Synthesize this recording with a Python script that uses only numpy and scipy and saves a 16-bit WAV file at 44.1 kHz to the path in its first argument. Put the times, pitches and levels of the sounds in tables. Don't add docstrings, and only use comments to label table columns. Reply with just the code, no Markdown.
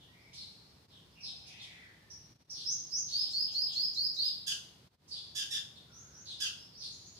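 import sys
import numpy as np
from scipy import signal
from scipy.fft import rfft, irfft
from scipy.io import wavfile

SR = 44100
rng = np.random.default_rng(int(sys.argv[2]) if len(sys.argv) > 2 else 0)


def wav_out(sig):
    wavfile.write(sys.argv[1], SR, np.round(np.clip(np.atleast_2d(sig).T, -1, 1) * 32767).astype(np.int16))


N = 317079

# (frequency [Hz], relative density [dB])
AIR_SPECTRUM = [(20, -37), (45, -9), (75, 2), (150, 3.5), (250, -5), (400, -8.5), (600, -13.5),
                (1000, -15.5), (1350, -19.5), (2500, -21.5), (4500, -18), (7000, -29), (11000, -31),
                (15000, -34.5)]
# (time [s], gain [dB])
AIR_SWELL = [(0, 1), (1.2, 1), (2.2, 1), (2.8, 1.5), (3.799, 2), (5.302, 1.5), (6.2, 2), (7.19, 1.5)]
# (time [s], depth [dB], recovery time constant [s])
LEVEL_DIPS = [(.875, -13, 0.0094), (2.345, -11, 0.012), (2.38, -15, 0.021), (2.444, -19, 0.0087),
              (2.47, -15, 0.016), (4.894, -17, 0.055), (4.97, -18.5, 0.048)]
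# (time [s], length [s], start pitch [Hz], end pitch [Hz], level [dB], roughness [0 = pure])
PIPING_AND_RING = [(0.058, 0.073, 1847, 1917, -68.5, 0), (.115, 0.29, 2144, 2300, -65.5, .25),
                   (1.147, .09, 2815, 2480, -57.5, 0.24), (1.44, .51, 2635, 1745, -58.5, .44),
                   (1.921, 0.25, 1788, 1780, -71.5, .06), (5.839, .145, 1523, 1304, -70.5, .14),
                   (5.979, 0.28, 1414, 1556, -69, 0.32)]
# (time [s], level [dB])
COO_NOTES = [(1.2, -73.5), (3.2, -72.5)]
# (time [s], pitch [Hz], source level [dB], roughness [0 = pure])
SPARROW_CHIPS = [(.328, 5240, -45, 0.98), (1.203, 5530, -46, 0.26), (1.23, 5110, -36, 0.22),
                 (1.463, 5400, -47, 0.96), (1.612, 5490, -48, 1.23), (2.099, 5710, -41, 0.23),
                 (2.494, 5620, -34.5, 0.27), (5.076, 5730, -46, 0.7), (5.108, 4635, -34, 0.28)]
# (time [s], length [s], middle pitch [Hz], source level [dB])
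SPARROW_CHEEPS = [ (0, 0.046, 3220, -57.5), (0.35, 0.093, 4344, -44.5), (0.896, .1, 3480, -58.5),
                  (1.225, 0.087, 4040, -44), (1.481, 0.11, 3250, -58), (1.584, 0.071, 3510, -48.5),
                  (2.531, 0.1, 4444, -43), (2.545, 0.079, 3500, -52), (3.068, 0.11, 4184, -42),
                  (3.132, 0.16, 4366, -44), (3.464, 0.053, 3240, -50), (3.659, 0.089, 3635, -44),
                  (4.191, 0.094, 3980, -38.5), (5.135, 0.051, 3924, -42.5), (5.755, 0.026, 3737, -50.5),
                  (6.252, 0.088, 3950, -43), (6.795, 0.084, 4490, -40), (7.147, 0.028, 4470, -51.5)]
# (frequency [Hz], gain [dB])
SPARROW_THROAT = [(1900, -29), (2550, -5), (3050, -0.5), (5600, -3.5), (7000, -8), (11000, -7.5),
                  (13000, -25)]
# (time [s], length [s], pitch [Hz], level [dB], brightness [dB/octave])
SQUAWK_CALLS = [(4.464, 0.067, 1668, -32.5, 0), (5.347, 0.091, 1734, -35, -0.5),
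                (5.501, .086, 1807, -34, -2), (6.398, 0.083, 1642, -33.5, -2.5)]
# (frequency [Hz], gain [dB])
SQUAWK_THROAT = [(1000, -18.5), (1400, -16), (1750, -15), (2250, -13.5), (2700, 0.5), (3150, -1), (3600, 4),
                 (4250, -5), (4800, 0.5), (5500, -1.5), (6050, -3), (6500, -4.5), (7200, -10),
                 (8800, -15.5), (11200, -15), (12500, -25), (15000, -35)]
# (time [s], notes [count], period [s], note length [s], foot pitch [Hz],
# top pitch [Hz], sag of the foot [Hz/note], lead-in chip pitch [Hz], level [dB], place [near or far])
WHISTLE_RUNS = [ (0.166, 5, 0.23, 0.089, 4120, 5690, 13, 4500, -70.5, "far"),
                (2.651, 2, .264, 0.088, 4770, 6546, -6.5, 5025, -32.5, "near"),
                (3.118, 6, .209, 0.12, 4257, 5309, 96.5, 5890, -31.5, "near"),
                (5.905, 2, 0.21, 0.12, 5290, 6656, 96, 5560, -54, "far"),
                (6.354, 2, .208, 0.063, 4420, 5560, 4, 4600, -52.5, "far"),
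                (6.727, 1, .2, .08, 4090, 6170, 0, 4400, -51, "far"),
                (6.897, 2, .141, 0.052, 5400, 7020, 0, 5200, -54, "far")]
# (frequency [Hz], left minus right [dB])
STEREO_BALANCE = [(150, 0), (700, 1.6), (1300, 0.5), (2400, 1), (4400, 0), (8000, -2), (15000, -0.5)]

CHIP_S = 0.027


def undb(db):
    return 10 ** (np.asarray(db) / 20)


def unit(x):
    return x / np.sqrt(np.mean(x ** 2))


def add(track, s, sound):
    start = max(int(s * SR), 0)
    part = sound[..., :max(N - start, 0)]
    track[..., start:start + part.shape[-1]] += part


def colour(x, points):
    hz, db = np.transpose(points)
    size = x.shape[-1]
    f = np.maximum(np.fft.rfftfreq(size, 1 / SR), 1)
    return irfft(rfft(x) * undb(np.interp(np.log(f), np.log(hz), db)), size)


def wobble(size, rate_hz):
    sos = signal.butter(2, min(rate_hz, SR / 3), fs=SR, output="sos")
    return unit(signal.sosfilt(sos, rng.standard_normal(size + SR // 10)))[-size:]


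def swell(u, rise, fall):
    attack = np.sin(np.pi / 2 * np.clip(u / rise, 0, 1))
    release = np.sin(np.pi / 2 * np.clip((1 - u) / fall, 0, 1))
    return attack * release


def phase_of(hz):
    return 2 * np.pi * np.cumsum(hz) / SR


def walls(x, direct_db, pan_db, build_s, early_s, late_db, t60, lag_s):
    t = np.arange(int(SR * .8)) / SR
    shape = (2, len(t))
    build = 1 - np.exp(-t / build_s)
    early = unit(build * np.exp(-t / early_s) * rng.standard_normal(shape) * (rng.random(shape) < .1))
    late = unit(build * undb(-60 * t / t60) * rng.standard_normal(shape))
    response = (early + undb(late_db) * late) / np.sqrt(len(t))
    response[0, int(lag_s * SR)] += undb(direct_db - 4.5)
    response[1, 0] += undb(direct_db + 3.5)
    response /= np.sqrt(np.sum(response ** 2) / 2)
    heard = signal.fftconvolve(np.broadcast_to(x, (2, N)), response, axes=1)[:, :N]
    return heard * undb(np.array([[pan_db], [-pan_db]]) / 2)


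def dips(fall_s=0.019):
    t = np.arange(N) / SR
    db = np.zeros(N)
    for s, depth_db, recovery_s in LEVEL_DIPS:
        fall = np.clip(1 + (t - s) / fall_s, 0, 1)
        db += depth_db * fall * np.exp(-np.maximum(t - s, 0) / recovery_s)
    return undb(db)


def air(base_db=-64):
    mid = colour(rng.standard_normal(N), AIR_SPECTRUM)
    side = colour(rng.standard_normal(N), AIR_SPECTRUM)
    side = colour(side, [(150, -15.5), (350, -9.5), (700, -1), (1500, -0.5)])
    db = base_db + np.interp(np.arange(N) / SR, *np.transpose(AIR_SWELL))
    return undb(db) * (mid + side * np.array([[1], [-1]])) / np.std(mid)


def far_chatter(db=-80, flicker_db=3):
    out = np.zeros(N)
    for hz in (3700, 4400, 5400):
        voice = np.sin(phase_of(hz * (1 + .08 * wobble(N, 202.3))))
        out += voice * undb(flicker_db * wobble(N, 25))
    return undb(db) * unit(out)


def fluttering_tone(length, start_hz, end_hz, db, rough, flutter_hz, depth, second_db, hiss_db):
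    u = np.linspace(0, 1, int(length * SR))
    glide_hz = np.interp(u, [0, 1], [start_hz, end_hz])
    hz = glide_hz * (1 + depth * rough * wobble(len(u), flutter_hz))
    phase = phase_of(hz)
    hiss = 2 * u * np.sin(phase_of(2 * hz * (1 + 0.24 * wobble(len(u), 2035))))
    tone = np.sin(phase) + rough * (undb(second_db) * np.sin(2 * phase) + undb(hiss_db) * hiss)
    return undb(db) * unit(tone * swell(u, rise=min(.35, .04 / length), fall=.25))


def low_tones(coo_s=0.63, coo_hz=755, coo_rough=0.567):
    out = np.zeros(N)
    coos = [(s, coo_s, coo_hz, coo_hz, db, coo_rough) for s, db in COO_NOTES]
    for s, *note in PIPING_AND_RING + coos:
        add(out, s, fluttering_tone(*note, flutter_hz=200, depth=0.2455, second_db=-28, hiss_db=-35))
    return out


def sparrows(fall_octaves=.33, cheep_rough=0.456, opening_octaves=0.24, opening_rough=0.325):
    out = np.zeros(N)
    half_fall = 2 ** (fall_octaves / 2)
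    notes = [(s, CHIP_S, hz, hz, db, rough) for s, hz, db, rough in SPARROW_CHIPS]
    for s, length, hz, db in SPARROW_CHEEPS:
        high_hz = hz * 2 ** opening_octaves
        notes.append((s, CHIP_S, high_hz, high_hz, db - 5, opening_rough))
        notes.append((s, length, hz * half_fall, hz / half_fall, db, cheep_rough))
    for s, *note in notes:
        add(out, s, fluttering_tone(*note, flutter_hz=665, depth=0.2094, second_db=-17, hiss_db=-7.5))
    return colour(out, SPARROW_THROAT)


def squawks(rasp_db=-15, closing_db_per_octave=11, shake_db=3, harmonics=9):
    out = np.zeros(N)
    for s, length, pitch_hz, db, brightness in SQUAWK_CALLS:
        u = np.linspace(0, 1, int(length * SR))
        arch = 1 - .04 * (1 - u) ** 4 - .19 * u ** 4
        phase = phase_of(pitch_hz * arch * (1 + .072 * wobble(len(u), 550)))
        tilt = closing_db_per_octave * (.5 - u)
        stack = np.zeros(len(u))
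        for k in range(1, harmonics + 1):
            gain = undb(brightness * np.log2(k) + tilt * np.log2(max(k, 2) / 2))
            stack += gain * np.sin(k * phase + rng.uniform(0, 2 * np.pi))
        bursts = undb(shake_db * wobble(len(u), 290))
        rasp = undb(rasp_db) * rng.standard_normal(len(u))
        source = (unit(stack) + rasp) * bursts * swell(u, rise=.3, fall=.15)
        add(out, s, undb(db) * unit(colour(source, SQUAWK_THROAT)))
    return out


def whistle(length, foot_hz, top_hz, db, bend, waver, rise):
    u = np.linspace(0, 1, int(length * SR))
    hz = top_hz + (foot_hz - top_hz) * (1 - u) ** bend
    phase = phase_of(hz * (1 + waver * (1.2 - u) * wobble(len(u), 320)))
    overtones = (.5 + u) * (undb(-36) * np.sin(2 * phase) + undb(-29) * np.sin(3 * phase))
    return undb(db) * unit((np.sin(phase) + overtones) * swell(u, rise, fall=0.22))


def whistle_runs(lead_s=.026):
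    out = {"near": np.zeros(N), "far": np.zeros(N)}
    voice = {"near": dict(waver=0.0089, rise=0.13), "far": dict(waver=.03, rise=0.35)}
    for start, notes, period, length, foot_hz, top_hz, sag_hz, chip_hz, db, place in WHISTLE_RUNS:
        for k in range(notes):
            s, sag = start + k * period, k * sag_hz
            chip = fluttering_tone(CHIP_S, chip_hz, chip_hz, db - 17, rough=0.72,
                                   flutter_hz=650, depth=0.165, second_db=-38, hiss_db=-15.5)
            note = whistle(length, foot_hz - sag, top_hz - sag / 2, db, bend=1.4 + .1 * k, **voice[place])
            add(out[place], s - lead_s, chip)
            add(out[place], s, note)
    return out["near"], out["far"]


def scene():
    near, far = whistle_runs()
    song = walls(near, direct_db=-4.5, pan_db=0.1,
                 build_s=0.004, early_s=0.025, late_db=4.5, t60=0.58, lag_s=.00003)
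    far_song = walls(far + far_chatter(), direct_db=-6.5, pan_db=1,
                     build_s=0.0072, early_s=0.046, late_db=0.5, t60=1.05, lag_s=.0001)
    flock = walls(sparrows() + low_tones(), direct_db=-5, pan_db=1.5,
                  build_s=0.0023, early_s=0.055, late_db=-0.5, t60=1.0, lag_s=.0001)
    harsh = walls(squawks(), direct_db=-3, pan_db=1.5,
                  build_s=0.0012, early_s=0.037, late_db=-4.5, t60=0.54, lag_s=0.00016)
    return (song + far_song + flock + harsh + air()) * dips()


def record(dry):
    left = colour(dry[0], [(hz, db / 2) for hz, db in STEREO_BALANCE])
    right = colour(dry[1], [(hz, -db / 2) for hz, db in STEREO_BALANCE])
    low_pass = signal.ellip(10, .2, 80, 15500, fs=SR, output="sos")
    return signal.sosfilt(low_pass, [left, right])


dry = scene()
out = record(dry)
wav_out(out)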